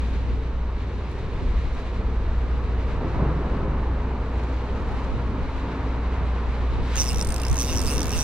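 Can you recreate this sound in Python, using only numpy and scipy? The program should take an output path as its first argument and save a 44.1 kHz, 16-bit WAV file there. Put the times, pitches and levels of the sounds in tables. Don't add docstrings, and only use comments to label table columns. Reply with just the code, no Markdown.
import sys
import numpy as np
from scipy import signal
from scipy.fft import rfft, irfft
from scipy.io import wavfile

SR = 44100
rng = np.random.default_rng(int(sys.argv[2]) if len(sys.argv) > 2 else 0)


def inscribe(sig):
    pcm = np.round(np.clip(np.atleast_2d(sig).T, -1, 1) * 32767)
    wavfile.write(sys.argv[1], SR, pcm.astype(np.int16))


N = 362943
T = np.arange(N) / SR
HZ = np.fft.rfftfreq(N, 1 / SR)
SPOOL_START_S, CREEP_TEETH_PER_S = 6.95, 52.11

# frequency in Hz, relative density in dB.
DECK_SPECTRUM_DB = [(40, -17.5), (80, 7), (125, 0.5), (170, -2.5), (260, -3), (340, -7), (450, -4.5),
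                    (520, -8), (620, -20.5), (1200, -80), (5000, -110)]
ROAR_SPECTRUM_DB = [(250, -7.5), (450, -10.5), (600, 1), (780, -0.5), (930, 2.5), (1200, -1), (1500, -5.5),
                    (2000, -11.5), (3000, -19.5), (6000, -72), (15000, -91.5)]
HISS_SPECTRUM_DB = [(900, -30), (1600, 1), (2300, 2), (3300, -4.5), (3900, -3), (5000, -12), (6500, -17),
                    (8300, -24), (10000, -30.5), (12500, -42), (15000, -55)]
GIRDER_SPECTRUM_DB = [(6, -22.5), (16, 2.5), (28, -2.5), (44, 3.5), (60, -7.5), (85, -9.5), (130, -28),
                      (400, -62.5), (2000, -110)]
FLUTTER_SPECTRUM_DB = [(6, -13.5), (20, 13.5), (45, 2), (75, 0.5), (120, -15), (200, -14), (400, -37.5),
                       (2000, -100)]
PUFF_SPECTRUM_DB = [(10, -16), (40, -6), (70, -7), (140, 0), (200, -19.5), (400, -27), (2000, -85)]
ROLL_SPECTRUM_DB = [(50, -20), (100, -9.5), (140, 4), (190, 1), (245, -1), (320, -1.5), (380, -2),
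                    (600, -10.5), (1050, -13), (1600, -20.5), (3000, -60), (10000, -99.5)]
SLAM_SPECTRUM_DB = [(40, -29), (100, -0.5), (150, 6), (205, -4.5), (394, -5.5), (547, -15), (893, -14),
                    (1400, -21.5), (2860, -38.5), (6000, -91)]
TAP_SPECTRUM_DB = [(1000, -22), (4000, 5), (9500, -2), (12300, -6), (13500, -20), (16000, -32)]
RUB_SPECTRUM_DB = [(1000, -23.5), (3000, 5), (3900, 16.5), (5000, 5.5), (6600, 7), (9500, -4.5),
                   (12300, -8.5), (13500, -12.5), (16000, -28.5)]
LINE_SPECTRUM_DB = [(700, -8), (1400, -0.5), (2300, -1), (4000, -5.5), (7000, -16.5), (14000, -32.5)]
TICK_SPECTRUM_DB = [(600, 0), (1500, -5), (2500, 2), (4200, 5), (6300, 13.5), (7200, 5), (9500, 6),
                    (10600, 0), (11800, 3), (14000, 1), (15500, -4)]

# time in seconds, level in dB.
HISS_LEVEL_DB = [(0, -53.5), (.55, -61.5), (1.0, -58.5), (1.8, -56), (2.05, -60), (2.5, -57.5), (4.15, -60),
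                 (4.95, -56.5), (5.3, -59), (5.6, -55.5), (6.0, -58.5), (6.5, -56.5)]
GIRDER_LEVEL_DB = [(0, -37.5), (.7, -30.5), (1.1, -42.5), (1.5, -24), (1.8, -30.5), (2.2, -28),
                   (2.9, -33.5), (3.75, -29.5), (4.2, -34.5), (6.9, -36.5), (8.23, -40)]
DIESEL_LEVEL_DB = [(0, -23), (.65, -26.5), (1.25, -33), (1.62, -26.5), (1.83, -29), (2.0, -26.5),
                   (2.35, -24.5), (2.82, -24), (3.03, -31), (3.25, -23.5), (3.6, -28.5), (3.76, -24.5),
                   (4.55, -26), (4.7, -28.5), (5.75, -30), (5.92, -24.5), (6.65, -24.5), (7.15, -24.5),
                   (7.75, -28), (8.23, -27.5)]
WHINE_LEVEL_DB = [(0, -50.5), (3, -53.5), (4.5, -43.5), (6.5, -41), (8.23, -44)]
FLUTTER_LEVEL_DB = [(0, -37), (.7, -53.5), (3.1, -43), (4.2, -67), (5.05, -39), (5.9, -55), (6.75, -38),
                    (8.23, -40)]
LINE_LEVEL_DB = [(6.76, -100), (6.83, -47.5), (6.9, -44), (6.97, -35), (7.04, -48), (7.2, -52), (8.23, -44)]
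SPRING_LEVEL_DB = [(6.955, -48), (7.02, -48), (7.075, -54), (7.103, -40), (7.125, -51), (7.483, -53),
                   (7.55, -55), (7.604, -44.5), (7.66, -57), (7.72, -51), (7.803, -52), (7.916, -42),
                   (7.96, -49), (8.0, -53), (8.094, -57), (8.171, -41), (8.196, -47), (8.221, -44)]
TICK_LEVEL_DB = [(6.95, -55), (7.02, -49), (7.08, -55), (7.25, -56), (7.37, -56), (7.53, -56.5),
                 (7.62, -48), (7.67, -52.5), (7.87, -51), (7.97, -51.5), (8.07, -55), (8.23, -49.5)]

# peak time in seconds, level in dB.
WIND_PUFFS = [(1.43, -35), (7.14, -34), (7.52, -25), (7.8, -40)]
AXLE_HITS = [(3.04, -29), (3.15, -32.5), (3.21, -24), (3.29, -28), (3.47, -37), (3.6, -31.5), (3.77, -32.5)]
TACKLE_TAPS = [(1.1124, -52), (1.3389, -60), (1.5294, -66), (1.6412, -58)]

# multiple of the shaft rate, relative level in dB.
DIESEL_ORDERS = [(2, -0.5), (3, -20.5), (4, -22.5), (6, -29.5), (7, -27)]
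WHINE_ORDERS = [(1, -2), (2, -16), (4, -19.5)]

# frequency in Hz, bandwidth in Hz, relative gain in dB.
SPRING_MODES = [(8660, 73, 5), (7260, 50, -14), (7470, 54, -17), (7900, 72, -5), (9700, 53, -6)]
FRAME_MODES = [(2720, 180, 4.5), (3300, 70, -2), (3670, 76, 2.5), (4900, 410, 0), (7360, 60, 7),
               (9700, 100, 2.5)]

# frequency in Hz, left-right coherence as a ratio.
COHERENCE = [(30, 0.98), (130, 0.99), (290, 1), (640, 0.94), (1400, 0.81), (3100, 0.56), (7000, 0.78),
             (15000, 0.38)]
# time in seconds, deck rumble in dB, tyre roar in dB.
TRAFFIC_LEVELS_DB = [(0, -35, -44.5), (.6, -38, -45), (1.4, -35.5, -43.5), (2.8, -36.5, -41.5),
                     (3.6, -34, -39.5), (4.5, -35, -40), (5.1, -33, -38.3), (5.28, -35, -39.5),
                     (5.65, -33.5, -38.5), (6.4, -35.5, -39), (7.5, -34.5, -39.5), (8.23, -32.5, -38)]
# centre in seconds, half length in seconds, level in dB.
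HAND_RUBS = [(.08, .14, -67.5), (.98, 0.046, -75), (1.14, .05, -69), (1.5, .17, -75), (1.76, .11, -68),
             (2.35, .06, -73), (4.4, 0.13, -71), (4.92, 0.31, -68), (5.57, .06, -69)]
# time in seconds, rate in teeth per second.
SPOOL_TEETH_PER_S = [(6.95, 66), (6.99, 180), (7.0, 179), (7.04, 105), (7.1, 148), (7.14, 62), (7.21, 110),
                     (7.24, 28), (7.29, 66), (7.33, 48), (7.41, 57), (7.55, 70), (7.6, 128), (7.63, 114),
                     (7.72, 170), (7.75, 124), (7.81, 87), (7.85, 95), (7.88, 146), (7.94, 143), (7.98, 80),
                     (8.11, 79), (8.15, 173), (8.23, 152)]
# time in seconds, level in dB, pitch in Hz.
PAWL_SQUEAK = [(6.955, -44, 6600), (6.985, -33, 5880), (7.0, -29, 5850), (7.02, -32.5, 5800),
               (7.04, -47, 6100), (7.062, -46, 5900), (7.09, -35.5, 5200), (7.119, -51.5, 5550),
               (7.193, -45, 5850), (7.303, -57, 5370), (7.42, -54, 5270), (7.485, -46, 5600),
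               (7.528, -47, 6180), (7.556, -45, 6100), (7.596, -32, 5900), (7.655, -48, 6100),
               (7.668, -46.5, 5620), (7.684, -44, 5900), (7.697, -45, 5430), (7.734, -42, 6050),
               (7.748, -46, 5680), (7.764, -40, 6000), (7.792, -37, 5600), (7.815, -48, 5620),
               (7.857, -50, 6000), (7.876, -39.5, 4960), (7.943, -48, 5900), (7.991, -39.5, 5750),
               (8.055, -54, 6080), (8.127, -41, 5700), (8.153, -49, 5540), (8.177, -44, 6100),
               (8.192, -36, 5800), (8.221, -37, 5930)]
# start in seconds, level in dB, pitch in Hz.
PAWL_CATCHES = [(7.2125, -14.5, 5540), (7.2245, -21, 5630), (7.2469, -28, 5400), (7.399, -25, 4950),
                (7.621, -20, 5710), (7.774, -24, 5700), (7.981, -21, 5530), (8.017, -20, 5850)]
# start in seconds, ring level in dB, tick level in dB, pitch in Hz.
SPRING_PINGS = [(7.2272, -35, -48, 8740), (7.2479, -37, -46, 8830), (7.2712, -29, -46, 8600),
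                (7.2898, -34, -44, 8660), (7.3033, -33, -47, 8500), (7.3213, -28, -42, 8700),
                (7.4165, -31, -45, 8710), (7.8161, -32, -32, 8600), (8.0306, -35, -38, 8500)]
# centre in seconds, level in dB, pitch in Hz.
FRAME_RATTLES = [(6.965, -45, 2800), (6.985, -46, 3710), (7.113, -45, 2830), (7.198, -46, 3690),
                 (7.44, -44, 2740), (7.6, -46, 3800), (7.695, -42, 3730), (7.7, -41, 2820),
                 (7.9, -44, 2660), (7.925, -43, 2820), (7.975, -45, 2730), (7.985, -48, 3710),
                 (8.145, -39, 2750)]


def gain_of(db):
    return 10 ** (np.asarray(db) / 20)


def unit_rms(x):
    return x / np.sqrt(np.mean(x ** 2) + 1e-20)


def unit_in_band(pair, band_hz):
    inside = (HZ > band_hz[0]) & (HZ < band_hz[1])
    return pair / np.std(irfft(rfft(pair.mean(0)) * inside, N))


def at_hz(table, hz):
    row_hz, values = np.transpose(table)
    return np.interp(np.log(hz + 1), np.log(row_hz + 1), values)


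def curves(table):
    row_s, *columns = np.transpose(table)
    return [np.interp(T, row_s, column) for column in columns]


def wander(rate_hz):
    return unit_rms(irfft(rfft(rng.standard_normal(N)) / (1 + (HZ / rate_hz) ** 4), N))


def swell(centre_s, half_s):
    return np.exp(-((T - centre_s) / half_s) ** 2)


def from_right(pair, lag_us, louder_db=0):
    left = irfft(rfft(pair[0]) * np.exp(-2j * np.pi * HZ * lag_us / 10 ** 6), N)
    return np.array([left * gain_of(-louder_db / 2), pair[1] * gain_of(louder_db / 2)])


def diffuse_noise(spectrum_db):
    shared, separate = rfft(rng.standard_normal((2, N)))
    coherence = np.clip(at_hz(COHERENCE, HZ), -1, 1)
    right = coherence * shared + np.sqrt(1 - coherence ** 2) * separate
    pair = irfft(np.array([shared, right]) * gain_of(at_hz(spectrum_db, HZ)), N)
    return from_right(pair, lag_us=37.6)


def colour(pair, spectrum_db, size=2048):
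    log_gain = np.log(gain_of(at_hz(spectrum_db, abs(np.fft.fftfreq(size, 1 / SR)))))
    taps = np.fft.ifft(np.exp(np.conj(signal.hilbert(log_gain)))).real
    return signal.oaconvolve(pair, taps[None], axes=1)[:, :N]


def resonate(x, hz, width_hz):
    carrier = np.exp(2j * np.pi * np.cumsum(hz) / SR)
    pole = np.exp(-np.pi * width_hz / SR)
    return 2 * (carrier * signal.lfilter([1 - pole], [1, -pole], x / carrier + 1e-18)).real


def ring(x, modes, bend):
    return sum(gain_of(db) * resonate(x, hz * bend, width_hz) for hz, width_hz, db in modes)


def traffic():
    deck_db, roar_db = curves(TRAFFIC_LEVELS_DB)
    hiss_db, = curves(HISS_LEVEL_DB)
    deck = unit_in_band(diffuse_noise(DECK_SPECTRUM_DB), (110, 550)) * gain_of(deck_db + 1.25 * wander(4))
    roar = unit_in_band(diffuse_noise(ROAR_SPECTRUM_DB), (600, 1800))
    roar *= gain_of(roar_db + .65 * wander(24))
    hiss = unit_in_band(diffuse_noise(HISS_SPECTRUM_DB), (3500, 9000))
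    hiss *= gain_of(hiss_db + .99 * wander(14))
    return deck + roar + hiss


def girders():
    boom = unit_in_band(diffuse_noise(GIRDER_SPECTRUM_DB), (18, 50))
    return boom * gain_of(curves(GIRDER_LEVEL_DB)[0] + .58 * wander(14))


def diesel(crank_hz=30.17, whine_hz=263, throb_db=.9):
    crank_turns = np.cumsum(crank_hz * (1 + .00365 * wander(3.1))) / SR
    hum = sum(gain_of(db) * np.sin(2 * np.pi * (order * crank_turns + rng.random()))
              for order, db in DIESEL_ORDERS)
    motor_turns = np.cumsum(whine_hz * (1 + .008 * wander(5.06))) / SR
    whine = sum(gain_of(db + 3.4 * wander(1.5)) * np.sin(2 * np.pi * order * motor_turns)
                for order, db in WHINE_ORDERS)
    hum *= gain_of(curves(DIESEL_LEVEL_DB)[0] + throb_db * wander(6.2))
    whine *= gain_of(curves(WHINE_LEVEL_DB)[0])
    mono = np.sqrt(2) * (hum + whine)
    return from_right([mono, mono], lag_us=13)


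def breeze():
    flutter, puff = (unit_in_band(colour(rng.standard_normal((2, N)), spectrum, size=8192), (25, 250))
                     for spectrum in (FLUTTER_SPECTRUM_DB, PUFF_SPECTRUM_DB))
    gusts = sum(gain_of(db) * swell(s, half_s=.021) for s, db in WIND_PUFFS)
    return flutter * gain_of(curves(FLUTTER_LEVEL_DB)[0] + 5 * wander(13)) + puff * gusts


def lorry(roll_db=-35.5, rise_db_per_s=154, fade_db_per_s=92):
    roll, slam = (unit_in_band(diffuse_noise(spectrum), (110, 550))
                  for spectrum in (ROLL_SPECTRUM_DB, SLAM_SPECTRUM_DB))
    roll_power = gain_of(roll_db) ** 2 * swell(centre_s=3.35, half_s=.5)
    slam_power = sum(gain_of(db - np.maximum((s - T) * rise_db_per_s, (T - s) * fade_db_per_s)) ** 2
                     for s, db in AXLE_HITS)
    return roll * np.sqrt(roll_power) + slam * np.sqrt(slam_power)


def tackle(tap_decay_s=.006, grip_db=-78.5, uneven_db=3.5):
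    impulses = np.zeros(N)
    for s, db in TACKLE_TAPS:
        impulses[round(s * SR)] += gain_of(db)
    tap_gain = signal.lfilter([1], [1, -np.exp(-1 / (tap_decay_s * SR))], impulses)
    rub_gain = gain_of(grip_db) + sum(gain_of(db) * swell(s, half_s) for s, half_s, db in HAND_RUBS)
    rub_gain *= gain_of(uneven_db * wander(60))
    taps = colour(tap_gain * rng.standard_normal((2, N)), TAP_SPECTRUM_DB)
    rubs = colour(rub_gain * rng.standard_normal((2, N)), RUB_SPECTRUM_DB)
    return taps + rubs


def line():
    return unit_rms(diffuse_noise(LINE_SPECTRUM_DB)) * gain_of(curves(LINE_LEVEL_DB)[0])


def spring_pings(ring_rise_s=.0015, flick_rise_s=.00055):
    rings, flicks = np.zeros((2, N))
    for s, ring_db, flick_db, hz in SPRING_PINGS:
        age_s = np.maximum(T - s, 0)
        ring_age, flick_age = age_s / ring_rise_s, age_s / flick_rise_s
        rings += gain_of(ring_db) * ring_age * np.exp(1 - ring_age) * np.sin(2 * np.pi * hz * age_s)
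        flicks += gain_of(flick_db) * flick_age * np.exp(1 - flick_age)
    ticks = colour(flicks * rng.standard_normal((2, N)), TICK_SPECTRUM_DB)
    return from_right(rings + ticks, lag_us=31, louder_db=8)


def pawl_catches(decay_s=.00099):
    snaps = np.zeros(N)
    for s, db, hz in PAWL_CATCHES:
        age_s = np.maximum(T - s, 0)
        snaps += gain_of(db) * np.exp(-age_s / decay_s) * np.sin(2 * np.pi * hz * age_s)
    return from_right([snaps, snaps], lag_us=41, louder_db=6)


def frame_rattles(knock):
    out = np.zeros((2, N))
    for s, db, hz in FRAME_RATTLES:
        near = abs(T - s) < .1
        burst = swell(s, half_s=.017)[near]
        rung = resonate(knock[:, near] * burst, np.full(len(burst), hz), width_hz=65)
        out[:, near] += gain_of(db) * unit_rms(rung) * np.sqrt(np.mean(burst ** 2))
    return from_right(out, lag_us=57)


def tooth_blows(teeth_per_s):
    passed = np.cumsum(teeth_per_s * (T >= SPOOL_START_S)) / SR
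    return np.diff(np.floor(passed + .5), prepend=0) / np.sqrt(teeth_per_s)


def chatter(blows, scrape_ms, snap, spread, echo_db, slide_db, uneven_db=2, echo_decay_s=.007):
    blows = blows * gain_of(uneven_db * np.clip(rng.standard_normal(N), -2, 2))
    age_s = np.arange(2048) / SR
    scrape_age = age_s * 1000 / scrape_ms
    stroke = scrape_age * np.exp(-scrape_age)
    contact = signal.oaconvolve(blows, stroke / np.linalg.norm(stroke))[:N]
    sliding = gain_of(slide_db) * (T >= SPOOL_START_S) / np.sqrt(SR)
    grit = rng.standard_normal(N) + spread * rng.standard_normal((2, N))
    direct = np.hypot(contact, sliding) * grit + snap * np.roll(blows, np.argmax(stroke))
    scatter = rng.standard_normal((2, len(age_s))) * np.exp(-age_s / echo_decay_s) * (age_s > .002)
    scatter /= np.linalg.norm(scatter, axis=1, keepdims=True)
    return direct + gain_of(echo_db) * signal.oaconvolve(direct, scatter, axes=1)[:, :N]


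def reel(lead_s=.0006, creep_db=-55, db_per_doubling=4):
    teeth_per_s, = curves(SPOOL_TEETH_PER_S)
    pawl_db, pawl_hz = curves(PAWL_SQUEAK)
    frame_db = creep_db + db_per_doubling * np.log2(teeth_per_s / CREEP_TEETH_PER_S)
    pawl_bend, spring_bend, frame_bend = (1 + share * wander(55) for share in (.02, .008, .009))
    blows = tooth_blows(teeth_per_s)
    early = np.roll(blows, -round(lead_s * SR))

    hit = chatter(early, scrape_ms=.35, snap=5, spread=1.5, echo_db=-20, slide_db=-27, uneven_db=.5)
    buzz = chatter(blows, scrape_ms=.8, snap=.6, spread=.57, echo_db=-14, slide_db=-22)
    knock = chatter(early, scrape_ms=.7, snap=.5, spread=.44, echo_db=-8, slide_db=-22)
    rasp = chatter(blows, scrape_ms=.8, snap=.2, spread=.72, echo_db=-11, slide_db=-11)

    squeak = resonate(hit, pawl_hz * pawl_bend, width_hz=370)
    pawl = from_right(resonate(squeak, pawl_hz * pawl_bend, width_hz=650), lag_us=60, louder_db=3.5)
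    spring = from_right(ring(buzz, SPRING_MODES, spring_bend), lag_us=32, louder_db=7)
    frame = from_right(ring(knock, FRAME_MODES, frame_bend), lag_us=60)
    tick = from_right(colour(rasp, TICK_SPECTRUM_DB), lag_us=48, louder_db=7)
    ratchet = (unit_in_band(pawl, (4600, 6800)) * gain_of(pawl_db)
               + unit_in_band(spring, (8300, 9100)) * gain_of(curves(SPRING_LEVEL_DB)[0])
               + unit_in_band(frame, (2550, 2950)) * gain_of(frame_db)
               + unit_in_band(tick, (10500, 15500)) * gain_of(curves(TICK_LEVEL_DB)[0]))
    running_share = 1 - SPOOL_START_S / T[-1]
    return ratchet * np.sqrt(running_share) + frame_rattles(knock)


def scene():
    background = traffic() + lorry() + girders() + breeze() + diesel()
    return background + reel() + pawl_catches() + spring_pings() + line() + tackle()


def record(dry):
    edge_hz = 15850
    taps = signal.firwin(1023, edge_hz, window=("kaiser", 9), fs=SR)
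    return signal.oaconvolve(dry, taps[None], "same")


dry = scene()
out = record(dry)
inscribe(out)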